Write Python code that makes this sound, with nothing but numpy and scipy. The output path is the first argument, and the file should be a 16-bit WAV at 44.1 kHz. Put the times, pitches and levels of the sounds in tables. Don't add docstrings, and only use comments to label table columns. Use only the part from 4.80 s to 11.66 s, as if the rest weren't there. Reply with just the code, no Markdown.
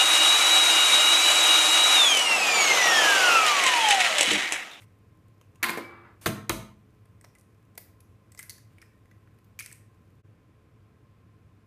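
import sys
import numpy as np
from scipy import signal
from scipy.fft import rfft, irfft
from scipy.io import wavfile

SR = 44100
rng = np.random.default_rng(int(sys.argv[2]) if len(sys.argv) > 2 else 0)


def log_audio(samples):
    frames = np.atleast_2d(samples).T
    limited = np.clip(frames, -1, 1)
    pcm = np.round(limited * 32767).astype(np.int16)
    wavfile.write(sys.argv[1], SR, pcm)


N = 302702

# (time [s], relative crack [dB], relative hollow ring [dB], relative dull knock [dB],
#                   chip pitch [Hz], hollow pitch [Hz])
FRACTURES = [(0.0189, -49, -54, -71, 5870, 2040), (0.612, -48, -60.5, -47, 6470, 2750),
             (0.756, -50, -63, -86, 6840, 2700), (2.2545, -55.5, -67.5, -62, 8610, 1600),
             (2.41, -43.5, -58.5, -60, 8260, 1960), (2.4416, -39, -56.5, -38.5, 5560, 1910),
             (2.5509, -47, -54.5, -62, 8830, 2010), (2.5836, -48, -83, -68, 9820, 1870),
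             (2.595, -50.5, -78, -71, 9600, 1900), (2.6091, -49, -82, -74, 9340, 1940),
             (2.9504, -49, -69, -54, 8060, 2160), (2.9756, -24, -44.5, -33, 13660, 1980),
             (3.2036, -43.5, -65.5, -67.5, 11000, 2476), (3.5187, -40, -62.5, -70.5, 8120, 1950),
             (3.5476, -42.5, -60.5, -47, 7840, 2050), (3.5755, -34, -52, -60, 5140, 2020),
             (3.5901, -26, -36.5, -75, 8850, 2030), (3.6064, -38, -58, -66, 9300, 2000),
             (3.6267, -30.5, -50, -67, 11400, 1660), (3.635, -47, -57, -68, 9320, 2070),
             (3.695, -20.5, -45, -48, 4470, 2030), (3.7789, -41, -57.5, -64, 4740, 1690),
             (3.9834, -53, -52.5, -64, 9500, 2260), (4.015, -40, -51, -70, 5150, 2370),
             (4.0248, -49, -49, -75, 9200, 1855), (4.2562, -59, -64, -64, 6580, 1960),
             (4.3121, -53.5, -54, -68, 6300, 1970), (4.473, -65, -59.5, -69, 4370, 1720),
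             (4.586, -56, -69, -63.5, 11200, 2260), (4.6433, -54.5, -80, -63, 13650, 2120),
             (4.789, -23.5, -35, -77, 6230, 2404), (4.796, -23.5, -41, -79, 9600, 2230),
             (4.8046, -31, -36, -79, 9700, 2250), (4.823, -36, -57, -67, 5940, 2420),
             (4.843, -38, -58, -73, 9720, 2204), (4.8593, -27.5, -46, -79, 8360, 2060),
             (4.8762, -58, -56, -76, 8600, 2620), (4.9137, -42, -49.5, -78, 8300, 1840),
             (4.9238, -31.5, -57, -75, 8400, 2600)]
# (time [s], relative strength [dB], relative crack [dB],
#                                     relative dull knock [dB], rattle decay [ms], knock pitch [Hz])
BOUNCES = [(0.828, -11.5, -18.5, -41, 7.7, 1100), (0.8386, -13.5, -23.5, -36, 4.2, 1290),
           (0.858, -27.5, -34.5, -37.5, 8, 345), (0.885, -17, -27, -20, 8, 1050),
           (0.901, -34.5, -30, -38, 4.1, 800), (.973, -27.5, -35, -13, 14, 497)]
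# (pitch [Hz], relative level [dB], time to fall 60 dB [s])
VESSEL_MODES = [(345, -7, 0.96), (700, -11.5, 0.39), (1034, -8, .5), (1390, -10, 0.14), (1427, -19.5, 0.18),
                (1870, -22.5, .15), (2137, 1, .3), (2410, -11, 0.35), (3790, -6, 0.096),
                (4350, -8.5, 0.046)]
# (pitch [Hz], relative level per Hz [dB])
VESSEL_COLOUR = [(150, -5), (350, -13), (600, -19), (1100, -6.5), (2100, -10), (3000, -14.5), (5000, -14.5)]
# (pitch [Hz], time to fall 60 dB [s])
VESSEL_T60 = [(150, 0.52), (600, 0.8), (2000, .5), (5000, 0.36)]
# (time [s], relative strength [dB], relative crack [dB], relative boom [dB],
#                         break decay [ms], relative deep thump [dB])
BENCH_KNOCKS = [(1.459, -9, -11, -17, 12, -54), (1.694, -11, -9.5, -23.5, 4.4, -37)]
# (pitch [Hz], relative level [dB], time to fall 60 dB [s])
BENCH_MODES = [(106.2, -8.5, 0.5), (207.3, -7.5, 0.8), (345, 6.5, 0.087), (535, -14.5, 0.13),
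               (625, -7.5, 0.23), (652, -9.5, 0.49), (976, -6, 0.068), (1350, -9.5, 0.11), (2510, 4, .02)]
# (pitch [Hz], relative level per Hz [dB])
BENCH_TONE_COLOUR = [(250, -0.5), (400, -15), (1000, 10), (1500, -9.5), (2500, -16), (5000, -17.5)]
# (pitch [Hz], time to fall 60 dB [s])
BENCH_RING_T60 = [(300, 0.083), (1000, 0.03), (2500, 0.13), (5000, 0.04096)]
# (pitch [Hz], relative level per Hz [dB])
CUPBOARD_COLOUR = [(70, -24), (115, 9), (200, 1.5), (340, -1), (500, -2)]
# (pitch [Hz], time to fall 60 dB [s])
CUPBOARD_T60 = [(40, 0.71), (120, 0.63), (400, 0.3)]
# (share of its hollow pitch, relative level [dB], time to fall 60 dB [s])
HALF_SHELL_MODES = [(0.852, -4, .012), (0.998, 6.5, .02), (1.1, -6.5, .015), (1.25, -17.5, .012)]
# (pitch [Hz], time to fall 60 dB [s])
ECHO_T60 = [(200, 0.94), (1000, 1), (3000, 0.69), (8000, 0.55), (15000, 0.37)]
# (pitch [Hz], relative level per Hz [dB])
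ECHO_COLOUR = [(200, 7.5), (1000, -2), (3000, -1), (5000, -1), (8000, -2), (11000, 1), (15000, 0)]
# (pitch [Hz], relative level per Hz [dB])
AIR_COLOUR = [(18, -54), (30, -19), (102, -6), (168, -12), (198, -12), (408, -24), (447, -19.5),
              (473, -21.5), (903, -32.5), (1050, -29.5), (2500, -36.5), (3250, -67), (5500, -120)]
# (pitch [Hz], relative level per Hz [dB])
AIR_TOP_COLOUR = [(1470, -29), (2500, -3.5), (4500, -12.5), (4930, -12), (5880, -14.5), (14300, -18.5),
                  (15500, -29.5)]
# (centre [Hz], width [Hz], level [dB])
HUM_BANDS = [(102, 29, -62.5), (321, 46, -74.5), (425.5, 17, -78), (1044, 44, -77), (1290, 20, -90),
             (1570, 64, -89.5)]
# (start [s], stop [s], pitch [Hz], level [dB], time to fall 60 dB [s])
METAL_PARTIALS = [(1.015, 1.27, 2299, -44, .8), (1.015, 1.2, 2325, -53, .5), (.985, 1.1, 5200, -65, .6),
                  (.985, 1.1, 5240, -67, .6)]
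# (start [s], length [s], relative hiss [dB], relative rustle [dB])
RUB_STROKES = [(0, 0.046, -68, -65.5), (1.415, 0.094, -55.5, -56.5), (3.9, .15, -89, -76)]
# (pitch [Hz], level over the crack [dB])
DENT_CHIPS = [(6300, 2), (8800, -2.5)]

DRONE_HZ, DRONE_DB = 105.4, -64.5
AIR_DB, AIR_TOP_DB = -60.5, -79.5
HANDS_DB, HANDS_STILL_S = -84.5, 5.4
RUB_EDGE_S, RUB_HZ = 0.011, 9200
SPLINTER_MS, SPLINTER_MS_PER_DB = 3.2, .07
SNAP_TOP_HZ = 17000
CHIP_DB, CRUMB_DB = 9.5, -0.5
ROLL_START_S, ROLL_STOP_S, ROLL_DB, ROLL_LOSS_DB_PER_S = 0.84, 1.35, -49.5, 15
ROLL_TOUCHES_PER_S, ROLL_TOP_HZ = 230, 1600
DIP_S, DIP_HALF_S = 5.427, .022
CUTOFF_HZ = 15800


def from_db(db):
    return 10 ** (np.asarray(db) / 20)


def rms_one(x):
    return x / np.sqrt(np.mean(x ** 2) + 1e-20)


def energy_one(x):
    return x / np.sqrt(np.sum(x ** 2))


def at_hz(points, hz):
    points = np.array(points)
    return np.interp(np.log(hz), np.log(points[:, 0]), points[:, 1])


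def band(x, low_hz, high_hz):
    edges = [low_hz, min(high_hz, .45 * SR)]
    return signal.sosfilt(signal.butter(2, edges, "band", fs=SR, output="sos"), x)


def peak_at(x, hz, sharpness):
    return signal.lfilter(*signal.iirpeak(hz, sharpness, SR), x)


def coloured(spectrum, size):
    hz = np.arange(1, size // 2 + 2) * SR / size
    inside = (hz > spectrum[0][0]) & (hz < spectrum[-1][0])
    white = rfft(rng.standard_normal(size))
    return rms_one(irfft(white * from_db(at_hz(spectrum, hz)) * inside, size))


def dense_response(spectrum, t60s):
    t = np.arange(SR) / SR
    edges = 25 * 2 ** np.arange(0, 9.5, 1 / 3)
    noise = [coloured(spectrum, SR), coloured(spectrum, SR)]
    out = np.zeros(SR)
    for k, (low, high) in enumerate(zip(edges, edges[1:])):
        t60 = at_hz(t60s, np.sqrt(low * high))
        out += band(noise[k % 2], low, high) * from_db(-60 * t / t60)
    return energy_one(out)


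def mode_response(modes, scatter_db):
    t = np.arange(SR) / SR
    out = np.zeros(SR)
    for hz, db, t60 in modes:
        struck_db = db + scatter_db * rng.standard_normal()
        out += from_db(struck_db - 60 * t / t60) * np.sin(2 * np.pi * hz * t)
    return energy_one(out)


def half_shell(hz):
    return mode_response([(share * hz, db, t60) for share, db, t60 in HALF_SHELL_MODES], 2.7)[:SR // 10]


def splinters(ms, uneven_db=8.0, rise_ms=1.0):
    t = np.arange(SR // 12) / SR
    strength_db = uneven_db * np.repeat(rng.standard_normal(len(t)), 12)[:len(t)]
    snaps = rng.standard_normal(len(t)) * from_db(strength_db)
    swarm = snaps * np.exp(-1000 * t / max(ms, .3)) * (1 - np.exp(-1000 * t / rise_ms))
    return np.stack([energy_one(swarm), t == 0])


def evened(rows):
    energy = np.sum(rows ** 2, axis=1, keepdims=True)
    return rows * np.sqrt(energy[1] / energy)


def snaps_in(swarm, low_hz, high_hz):
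    return evened(band(swarm, low_hz, high_hz))


def through(sound, response):
    return evened(signal.fftconvolve(sound, response[None], axes=1))


def ringing(snap, hz):
    return evened(peak_at(snap, hz, 13.0))


def close_by(response, walls_db):
    return response * from_db([[0], [walls_db]])


def add(out, s, sound):
    i = round(s * SR)
    out[:, i:i + sound.shape[-1]] += sound[..., :N - i]


def held(start, stop, edge):
    t = np.arange(N) / SR
    return np.clip(np.minimum(t - start, stop - t) / edge + .5, 0, 1)


def room_air():
    return from_db(AIR_DB) * coloured(AIR_COLOUR, N) + from_db(AIR_TOP_DB) * coloured(AIR_TOP_COLOUR, N)


def hum():
    out = from_db(DRONE_DB) * np.sqrt(2) * np.sin(2 * np.pi * DRONE_HZ * np.arange(N) / SR)
    for hz, width, db in HUM_BANDS:
        out += from_db(db) * rms_one(band(rng.standard_normal(N), hz - width / 2, hz + width / 2))
    return out


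def handling(per_s=40, tick_db=14):
    ticks = (rng.random(N) < per_s / SR) * rng.exponential(1, N)
    grain = 1 + from_db(tick_db) * signal.lfilter([1], [1, -.985], ticks) / 4
    return grain * rms_one(band(rng.standard_normal(N), 3100, 21000))


def rubs():
    hiss = handling()
    rustle = rms_one(band(rng.standard_normal(N), 500, 2800))
    bright = hiss + peak_at(hiss, RUB_HZ, 5.0) * from_db(-1.5)
    out = from_db(HANDS_DB) * held(-1, HANDS_STILL_S, .05) * hiss
    for s, length, hiss_db, rustle_db in RUB_STROKES:
        stroke = from_db(hiss_db) * bright + from_db(rustle_db) * rustle
        out += held(s, s + length, RUB_EDGE_S) * stroke
    return out


def shell_fractures():
    out = np.zeros((2, N))
    for s, crack_db, ring_db, knock_db, chip_hz, hollow_hz in FRACTURES:
        swarm = splinters(SPLINTER_MS + SPLINTER_MS_PER_DB * (crack_db + 45))
        snap = snaps_in(band(swarm, 3300, SNAP_TOP_HZ), 3700, SNAP_TOP_HZ)
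        chip = from_db(CHIP_DB) * ringing(snap, chip_hz)
        crumbs = from_db(CRUMB_DB) * sum(ringing(snap, hz) for hz in rng.uniform(4000, 11000, size=2))
        ring = through(band(swarm, 1200, 4000), half_shell(hollow_hz))
        knock = snaps_in(swarm, 400, 1400)
        add(out, s, from_db(crack_db + 7.5) * (snap + chip + crumbs))
        add(out, s, from_db(ring_db + 20.5) * close_by(ring, -1))
        add(out, s, from_db(knock_db + 24) * close_by(knock, -5.5))
    return out


def roll():
    touches = (rng.random(N) < ROLL_TOUCHES_PER_S / SR) * rng.standard_normal(N)
    body = dense_response(VESSEL_COLOUR, VESSEL_T60)[:SR // 20]
    rumble = rms_one(band(signal.fftconvolve(touches, body)[:N], 250, ROLL_TOP_HZ))
    slowing_db = -ROLL_LOSS_DB_PER_S * np.clip(np.arange(N) / SR - ROLL_START_S, 0, 1)
    return from_db(ROLL_DB + slowing_db) * held(ROLL_START_S, ROLL_STOP_S, .1) * rumble


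def toss():
    out = np.zeros((2, N))
    for s, strength_db, crack_db, knock_db, ms, knock_hz in BOUNCES:
        swarm = splinters(ms)
        clatter = dense_response(VESSEL_COLOUR, VESSEL_T60)
        ring = mode_response(VESSEL_MODES, 0.67)
        hollow = snaps_in(swarm, 1700, 2450)
        knock = snaps_in(swarm, knock_hz / 2.1, knock_hz * 1.3)
        add(out, s, from_db(strength_db + 12.5) * close_by(clatter, -9.0))
        add(out, s, from_db(strength_db + 11.0) * close_by(ring, -10.5))
        add(out, s, from_db(strength_db + 30) * close_by(hollow, -5.5))
        add(out, s, from_db(crack_db + 23.5) * close_by(snaps_in(swarm, 3900, 4450), -10.0))
        add(out, s, from_db(crack_db + 20.5) * snaps_in(swarm, 3000, 16000))
        add(out, s, from_db(knock_db + 27.0) * close_by(knock, -8.5))
    return out


def chink():
    out = np.zeros(N)
    for start, stop, hz, db, t60 in METAL_PARTIALS:
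        t = np.clip(np.arange(N) / SR - start, 0, None)
        swell = np.minimum(t / 0.011, 1)
        damping = np.clip((stop - start - t) / 0.025, 0, 1)
        out += damping * swell * from_db(db - 60 * t / t60) * np.sin(2 * np.pi * hz * t)
    return out


def knocks():
    out = np.zeros((2, N))
    for s, strength_db, crack_db, boom_db, ms, thump_db in BENCH_KNOCKS:
        swarm = splinters(ms)
        sheet = dense_response(BENCH_TONE_COLOUR, BENCH_RING_T60)
        ring = mode_response(BENCH_MODES, 1.9)
        full_egg = snaps_in(swarm, 850, 1500)
        crack = snaps_in(swarm, 2100, 18000)
        chips = sum(from_db(db) * ringing(crack, hz) for hz, db in DENT_CHIPS)
        boom = dense_response(CUPBOARD_COLOUR, CUPBOARD_T60)
        thump = mode_response([(48.2, 1.5, 0.44), (61.6, -8.0, 0.28)], 0)
        add(out, s, from_db(strength_db + 13) * close_by(sheet, -2))
        add(out, s + .003, from_db(strength_db + 11.5) * close_by(ring, -11.0))
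        add(out, s, from_db(strength_db + 9.0) * snaps_in(swarm, 250, 4900))
        add(out, s + 0.0014, from_db(strength_db + 15.5) * close_by(full_egg, -6))
        add(out, s, from_db(crack_db + 11) * (crack + chips))
        add(out, s + .004, from_db(boom_db + 19.5) * close_by(boom, -11.0))
        add(out, s + 0.0093, from_db(thump_db + 29.0) * close_by(thump, -10.5))
    return out


def kitchen(to_walls, build_up_ms=12, fall_off_s=0.19):
    t = np.arange(SR) / SR
    shape = (1 - 0.2 * np.exp(-1000 * t / build_up_ms)) * np.exp(-(t / fall_off_s) ** 2)
    echo = signal.fftconvolve(to_walls, shape * dense_response(ECHO_COLOUR, ECHO_T60))
    return np.pad(echo, (SR // 200, 0))[:N]


def level_dip():
    return np.minimum(np.abs(np.arange(N) / SR - DIP_S) / DIP_HALF_S, 1) ** 1.5


def scene():
    events = shell_fractures() + toss() + knocks()
    near, to_walls = events + close_by(chink(), -10.5) + close_by(roll(), -31.5)
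    near = near + from_db(-6.5) * kitchen(to_walls) + rubs()
    return ((near + room_air() + hum()) * level_dip())[None]


def record(dry):
    thin = signal.sosfilt(signal.butter(4, 38, "high", fs=SR, output="sos"), dry)
    return signal.sosfilt(signal.cheby2(14, 60, CUTOFF_HZ, fs=SR, output="sos"), thin)


dry = scene()
out = record(dry)
log_audio(out)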